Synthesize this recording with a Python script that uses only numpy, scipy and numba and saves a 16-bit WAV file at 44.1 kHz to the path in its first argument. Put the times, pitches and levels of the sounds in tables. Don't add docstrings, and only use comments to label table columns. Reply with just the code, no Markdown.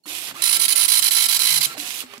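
import sys
import numpy as np
from scipy import signal
from scipy.fft import rfft, irfft
from scipy.io import wavfile
from scipy.ndimage import uniform_filter1d
from numba import njit

SR = 44100
rng = np.random.default_rng(int(sys.argv[2]) if len(sys.argv) > 2 else 0)


def transcribe(signal):
    frames = np.atleast_2d(signal).T
    limited = np.clip(frames, -1, 1)
    pcm = np.round(limited * 32767).astype(np.int16)
    wavfile.write(sys.argv[1], SR, pcm)


def decibels_to_gain(level_db):
    exponent = np.asarray(level_db, float) / 20
    return 10 ** exponent


N = 97020
T = np.arange(N) / SR
FREQ = np.fft.rfftfreq(2 ** 17, 1 / SR)


def unit(x):
    return x / np.sqrt(np.mean(x ** 2))


def curve(table, col=1):
    table = np.array(table)
    return np.interp(T, table[:, 0], table[:, col])


def over_hz(table, f=FREQ):
    table = np.array(table)
    return np.interp(np.log(f + 1), np.log(table[:, 0]), table[:, 1])


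def through(x, response):
    size = 2 * (len(FREQ) - 1)
    return irfft(rfft(x, size) * response, size)[:N]


def colour(table):
    cepstrum = irfft(np.log(decibels_to_gain(over_hz(table))))
    half = len(cepstrum) // 2
    cepstrum[1:half] *= 2
    cepstrum[half + 1:] = 0
    return np.exp(rfft(cepstrum))


def coloured_noise(response):
    return unit(through(rng.standard_normal(N), response))


def peak(hz, width):
    return 1 / (1 + 1j * (FREQ - hz ** 2 / (FREQ + 1)) / width)


def low_cut(hz):
    return 1 / (1 - 1j * hz / (FREQ + 1)) ** 2


@njit
def svf(x, hz, width):
    y, band, low = np.empty(len(x)), 0., 0.
    for i in range(len(x)):
        g, k = np.tan(np.pi * hz[i] / SR), width / hz[i]
        v = (band + g * (x[i] - low)) / (1 + g * (g + k))
        band, low, y[i] = 2 * v - band, low + 2 * g * v, k * v
    return y


def walk(rate):
    k = int(SR / rate)
    held = np.repeat(rng.standard_normal(N // k + 1), k)
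    return 1.58 * uniform_filter1d(uniform_filter1d(held, k), k)[:N]


def gate(start, length, edge):
    return np.clip((T - start) / edge, 0, 1) * np.clip((start + length - T) / edge, 0, 1)


# (frequency [Hz], density [dB/Hz])
ROOM_SPECTRUM = [(24, -47), (40, -17), (164, 8), (866, 1), (1260, -22), (2710, -8), (15000, -13)]


def room():
    return [coloured_noise(colour(ROOM_SPECTRUM)) * decibels_to_gain(-75) for _ in range(2)]


# (time [s], level [dB])
RUMBLE_LEVEL = [(.35, -69), (.9, -55.5), (1.2, -62.5), (1.5, -50.5), (1.72, -49), (1.78, -85)]
POWER_ON_S = .055


def rumble():
    drone = coloured_noise(peak(230, 66) ** 2) * decibels_to_gain(-57) * gate(0.43, 1.54, .05)
    low = coloured_noise(peak(141.3, 17) ** 2) * decibels_to_gain(curve(RUMBLE_LEVEL))
    return drone + low * (T > POWER_ON_S)


# (multiple of the motor rate [-], level [dB])
FEED_TONES = [(1, -51.5), (2, -56.5), (3, -56), (5, -61)]
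# (frequency [Hz], density [dB/Hz])
FRICTION_SPECTRUM = [(200, -11.5), (700, -8.5), (2500, -0.5), (5000, -8.5), (7000, -16.5), (11000, -13.5),
                     (16000, -23)]
FEED_S, FEED_LENGTH_S, FEED_HZ = 2.04, 0.16, 405


def feed():
    hum = 0
    for k, db in FEED_TONES:
        hum = hum + decibels_to_gain(db + 3.3 * walk(28.68)) * np.sin(2 * np.pi * k * FEED_HZ * T)
    rustle = coloured_noise(colour(FRICTION_SPECTRUM)) * decibels_to_gain(-44 + 2.3 * walk(40.05))
    hum = 1.5 * hum * gate(FEED_S + 0.04, FEED_LENGTH_S - .05, 0.015)
    return hum + rustle * gate(FEED_S, FEED_LENGTH_S, .025)


# (time [s], frequency [Hz], level [dB], decay time T60 [s])
SHUDDERS = [
    (0.067, 297, -44.5, 0.29),
    (0.065, 1840, -43, .06),
    (0.322, 272, -46, 0.13),
    (1.778, 296, -36.5, 0.24),
    (2.036, 249, -44, 0.23),
    (2.179, 240, -44.5, 0.15),
]
# (time [s], frequency [Hz], level [dB], decay time T60 [s])
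RINGS = [(.353, 1090, -37, .045), (.36, 1200, -37, .04), (.392, 2600, -33, .035), (.396, 2480, -35, .03),
         (.404, 2620, -34, .03), (.408, 2400, -34, .03), (1.737, 1120, -41, .05), (1.75, 780, -41, .06),
         (1.77, 620, -36, .04), (1.7995, 4060, -20, .02), (1.7995, 2100, -32, .025),
         (1.905, 2150, -24, .018), (1.905, 3300, -27, .018), (2.025, 1100, -45, .06),
         (2.137, 1150, -35, .03), (2.137, 2080, -37, .03)]
# (time [s], level [dB], centre frequency [Hz], bandwidth [Hz])
KNOCKS = [(.057, -37, 1100, 1500), (.312, -25, 1500, 1600), (1.745, -30, 700, 900), (1.77, -30, 1200, 2500),
          (1.779, -25, 3000, 5000), (.238, -26, 3500, 4000), (1.8, -22, 5000, 5000),
          (1.865, -23, 3000, 3000), (1.892, -24, 4800, 1500), (1.906, -21, 4500, 3000),
          (2.137, -26, 1800, 3000), (2.179, -32, 4000, 4000)]
MODE_RISE_S, KNOCK_T60_S, KNOCK_TICK = .001, .018, 1.2


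def jolts():
    out = np.zeros(N)
    for s, hz, db, t60 in [*SHUDDERS, *RINGS]:
        t = np.clip(T - s, 0, None)
        envelope = decibels_to_gain(db - 60 * t / t60) * 2 * (1 - np.exp(-t / MODE_RISE_S))
        out += envelope * np.sin(2 * np.pi * hz * t)
    for s, db, hz, width in KNOCKS:
        envelope = (T >= s) * decibels_to_gain(db - 60 * np.abs(T - s) / KNOCK_T60_S)
        burst = envelope * (rng.standard_normal(N) + KNOCK_TICK * (T < s + .0001))
        out += 2 * svf(burst, np.full(N, 1. * hz), 1. * width)
    return out


# (time [s], duration [s], level [dB])
SQUEALS = [
    (1.66, .06, -50),
    (1.715, .065, -44),
    (2.0, .045, -46),
    (.36, .05, -54),
]
SQUEAL_HZ, SQUEAL_WIDTH_HZ = 4220, 240.


def squeal():
    hz = SQUEAL_HZ * (1 + .025 * walk(66))
    tone = svf(svf(rng.standard_normal(N), hz, SQUEAL_WIDTH_HZ), hz, SQUEAL_WIDTH_HZ)
    return unit(tone) * sum(decibels_to_gain(db) * gate(s, length, 0.0084) for s, length, db in SQUEALS)


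# (time [s], duration [s], level [dB])
WHINES = [
    (0.036, 0.021, -50.5),
]
# (multiple of the whine frequency [-], level [dB])
WHINE_TONES = [(1, -26), (2, -14), (3, 0), (4, -20), (5, -10), (6, -14), (7, -12), (8, -20)]
WHINE_HZ = 1443


def whine():
    wobble = walk(100)
    tone = 0.24 * rng.standard_normal(N)
    for k, db in WHINE_TONES:
        tone = tone + decibels_to_gain(db) * np.sin(2 * np.pi * k * WHINE_HZ * T + k * k + 0.22 * k * wobble)
    return tone * sum(decibels_to_gain(db) * gate(s, length, 0.0011) for s, length, db in WHINES)


# (time [s], speed as a share of printing speed [-])
SPEED = [(.055, 0), (.06, .75), (.092, 1.5), (.292, 1.5), (.328, .3), (.338, .1), (.345, .6), (.372, 1),
         (1.732, 1), (1.76, .35), (1.768, .35), (1.776, 1.15), (1.8, 1.5), (2.015, 1.5), (2.043, .3),
         (2.056, 0)]
# (multiple of the step rate [-], level printing [dB], level dashing [dB])
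MOTOR = [(1, -53, -66), (2, -59, -62), (3, -70, -70), (4, -45, -66), (5, -68, -53), (6, -59, -64),
         (7, -68, -46), (8, -66, -53), (10, -66, -56), (12, -56, -57)]
# (time [s], gain [dB])
STEP_HUM = [(0, 1.5), (.62, 0.5), (.7, -4.5), (1.4, -7), (1.6, -3.5), (2.2, 0)]
# (multiple of the belt rate [-], level dashing [dB])
BELT = [(1, -59), (2, -58), (3, -57)]
# (frequency [Hz], density [dB/Hz])
RAIL_SPECTRUM = [(200, -20), (330, -8.5), (460, -24.5), (1500, -16.5), (2600, 5), (7000, -2), (12000, 1.5),
                 (16000, -14.5)]
STEP_HZ, BELT_HZ = 337.7, 241.5
GLIDE_LOSS_DB = 1.3
RAIL_DB, RAIL_POWER, RAIL_GRAIN_DB = -25.5, 2.17, 2.5


def carriage():
    v = curve(SPEED)
    turn = 2 * np.pi * np.cumsum(v) / SR
    dash, moving = np.clip(2 * v - 2, 0, 1), np.clip(2.3 * v, 0, 1)
    gliding = np.clip(uniform_filter1d(np.abs(np.gradient(v)) * SR / 15, size=400), 0, 1)
    tones = np.zeros(N)
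    for k, slow_db, fast_db in MOTOR:
        db = slow_db + (fast_db - slow_db) * dash + (k == 1) * curve(STEP_HUM)
        db = db + 0.36 * walk(24.6) - GLIDE_LOSS_DB * k * gliding
        tones += decibels_to_gain(db) * np.sin(k * STEP_HZ * turn + k * k)
    for k, db in BELT:
        tones += decibels_to_gain(db + 1.9 * walk(14.4)) * dash * np.sin(k * BELT_HZ * turn)
    roughness = 6.3 * uniform_filter1d(rng.standard_normal(N), size=40)
    grains = rng.standard_normal(N) * decibels_to_gain(RAIL_GRAIN_DB * roughness)
    hiss = unit(through(grains, colour(RAIL_SPECTRUM))) * decibels_to_gain(RAIL_DB + .5 * walk(44.14))
    hiss = hiss * (v / 1.675) ** RAIL_POWER
    slide = coloured_noise(colour(FRICTION_SPECTRUM)) * decibels_to_gain(-38.5 + 2 * walk(50.0))
    return (1.8 * tones + slide) * moving + hiss


WORDS = [(0, 9), (10, 4), (15, 3), (19, 6), (26, 7), (34, 4), (39, 9), (49, 5), (55, 11), (67, 3)]
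INK = [(0, .05), (.2, .12), (.3, .32), (.45, .25), (.62, .3), (.8, .18), (1, .08)]
# (time [s], strength [dB])
STROKES = [(0.4214, -60), (0.4387, -2.5), (0.5101, -47), (0.5282, -0.5), (0.6007, -28), (0.626, -14),
           (0.6516, -8), (0.6797, 8), (0.7232, -4), (0.7585, -69), (0.774, -42), (0.8806, -13),
           (0.9182, -3.5), (0.974, -7.5), (0.992, -11), (1.0236, -1.5), (1.1078, -5.5), (1.2848, -7.5),
           (1.3236, -5), (1.3915, -4), (1.4575, -9.5), (1.5417, -20), (1.611, -37)]
LETTER_HZ, LINE_START_S, COLUMNS, PINS = 56.262, .4148, 36, 24
DOT = (.25, .7)
STROKE_DB, STROKE_S = -5.5, 0.00114
LETTER_SCATTER_DB, COLUMN_SCATTER_DB, PIN_SCATTER_DB = .7, 2.8, 2.5
PIN_JITTER_S, ROW_LAG = .000032, .46
REBOUND_S, REBOUND_JITTER_S, REBOUND_DB = .0011, 0.0003063, 1.5
FLEX_SCATTER = .4
FLEX_FROM, FLEX_TOP = .14, .4


def impulses(times, sizes):
    fine = 8
    train = np.bincount((times * SR * fine).astype(int), sizes, N * fine)
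    return signal.resample_poly(train, 1, fine)


def strikes():
    letters = np.concatenate([np.arange(first, first + n) for first, n in WORDS])
    place = np.arange(COLUMNS) / COLUMNS
    when = (LINE_START_S + (letters[:, None] + place) / LETTER_HZ).ravel()
    letter_gain = decibels_to_gain(LETTER_SCATTER_DB * rng.standard_normal((len(letters), 1)))
    share = np.interp(place, *np.array(INK).T) * letter_gain
    share[0] *= (place > DOT[0]) & (place < DOT[1])
    even = share.ravel()
    share = even * decibels_to_gain(COLUMN_SCATTER_DB * rng.standard_normal(len(when)))
    for s, db in STROKES:
        share = share + decibels_to_gain(db + STROKE_DB) * np.exp(-((when - s - STROKE_S) / STROKE_S) ** 2)
    size = np.clip((share[:, None] - rng.random((len(when), PINS))) * 20, 0, 1)
    z = rng.standard_normal((4, len(when), PINS))
    row_lag = np.arange(PINS) % 2 * ROW_LAG / (LETTER_HZ * COLUMNS)
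    hit = when[:, None] + row_lag + PIN_JITTER_S * z[0]
    rebound = hit + REBOUND_S + REBOUND_JITTER_S * z[1]
    hit_size = size * decibels_to_gain(PIN_SCATTER_DB * z[2])
    rebound_size = -size * decibels_to_gain(REBOUND_DB + PIN_SCATTER_DB * z[3])
    times = np.concatenate([hit, rebound]).ravel()
    sizes = np.concatenate([hit_size, rebound_size]).ravel()
    push = np.clip(even + FLEX_SCATTER * (share - even) - FLEX_FROM, 0, FLEX_TOP)
    return impulses(times, sizes), impulses(when, push)


# (time [s], level [dB], ring centre [Hz], ring level [dB], platen flex level [dB])
HEAD = [(.42, -12, 9830, 10, -5), (.7, -11, 9840, 12.5, -12), (.95, -10, 9810, 10, -6),
        (1.2, -10, 10160, 6.5, -5.5), (1.45, -10.5, 10240, 2, -4), (1.66, -10.5, 10100, 3, -8)]
# (frequency [Hz], density [dB/Hz])
PLATEN_SPECTRUM = [(500, -30), (900, -5.5), (1800, -5.5), (2300, 3), (4500, 1.5), (6800, -3.5),
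                   (12000, 3.5), (16000, -10.5)]
# (frequency [Hz], bandwidth [Hz], level [dB])
CASE_MODES = [(1108, 50, -9), (1537, 93, -6.5), (2230, 106, 0), (3071, 56, 12), (3800, 27, 6.5),
              (4049.7, 314, 8.5), (4824, 58, 2), (5030, 37, 10), (5854, 140, -3.5), (7020, 23, 3),
              (7460, 58, -4)]
RING_WIDTH_HZ = 1180.


def head():
    pins, push = strikes()
    flex = unit(through(push, peak(4060, 330) ** 2)) * decibels_to_gain(curve(HEAD, col=4))
    pins = through(pins, low_cut(870))
    response = colour(PLATEN_SPECTRUM)
    for k, (hz, width, db) in enumerate(CASE_MODES):
        response = response + (-1) ** k * decibels_to_gain(db) * peak(hz, width) * peak(hz, 4 * hz)
    body = through(pins, response)
    ring_hz = curve(HEAD, col=2)
    ring = svf(svf(pins, ring_hz, RING_WIDTH_HZ), ring_hz, 2 * RING_WIDTH_HZ)
    ring = ring * decibels_to_gain(curve(HEAD, col=3))
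    return (unit(body + ring) + flex) * decibels_to_gain(curve(HEAD) - 4.5)


SHIFT_S = .045


def scatter(x, t60):
    hop = int(SHIFT_S * SR)
    out = np.zeros(N + SR)
    fade = decibels_to_gain(-60 * T[:SR // 10] / t60)
    window = np.sin(np.pi * np.arange(2 * hop) / (2 * hop))
    padded = np.pad(x, (hop, 2 * hop))
    for i in range(0, N + hop, hop):
        echoes = rng.standard_normal(SR // 10) * fade
        echoes = echoes / np.sqrt(np.sum(echoes ** 2))
        y = signal.fftconvolve(padded[i:i + 2 * hop] * window, echoes)
        out[i:i + len(y)] += y
    return out[hop:hop + N]


# (frequency [Hz], left minus right [dB])
LEFT_LEVEL = [(200, -3), (1300, -2.5), (2600, -18.5), (4300, -9), (5600, -12), (7800, -2), (9900, -22),
              (12000, -11.5)]
# (frequency [Hz], share of the left sound that comes straight [-])
LEFT_STRAIGHT = [(100, .75), (600, .9), (1500, .75), (2200, .3), (4000, .3), (5000, .05)]
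ECHO_DB, ECHO_T60_S, ECHO_LOW_HZ = -12, .09, 1700
SCATTER_T60_S, LEFT_LAG_S = .2, 0.0002


def scene():
    x = rumble() + feed() + jolts() + squeal() + whine() + carriage() + head()
    right = x + decibels_to_gain(ECHO_DB) * through(scatter(x, ECHO_T60_S), low_cut(ECHO_LOW_HZ))
    straight = np.clip(over_hz(LEFT_STRAIGHT), 0, 1)
    late = np.exp(-2j * np.pi * FREQ * LEFT_LAG_S) * decibels_to_gain(over_hz(LEFT_LEVEL))
    scattered = through(scatter(x, SCATTER_T60_S), late * np.sqrt(1 - straight ** 2))
    left = scattered + through(right, late * straight)
    return np.array([left, right]) + room()


def band_limit(x):
    return signal.sosfilt(signal.butter(12, 16790, fs=SR, output="sos"), x)


def record(dry):
    clip = .9
    rounded = np.tanh(dry / clip) * clip
    low = signal.butter(2, 70, "high", fs=SR, output="sos")
    top = signal.ellip(10, .2, 70, 15750, fs=SR, output="sos")
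    mix = signal.sosfilt(top, signal.sosfilt(low, rounded))
    return band_limit(mix)


dry = scene()
out = record(dry)
transcribe(out)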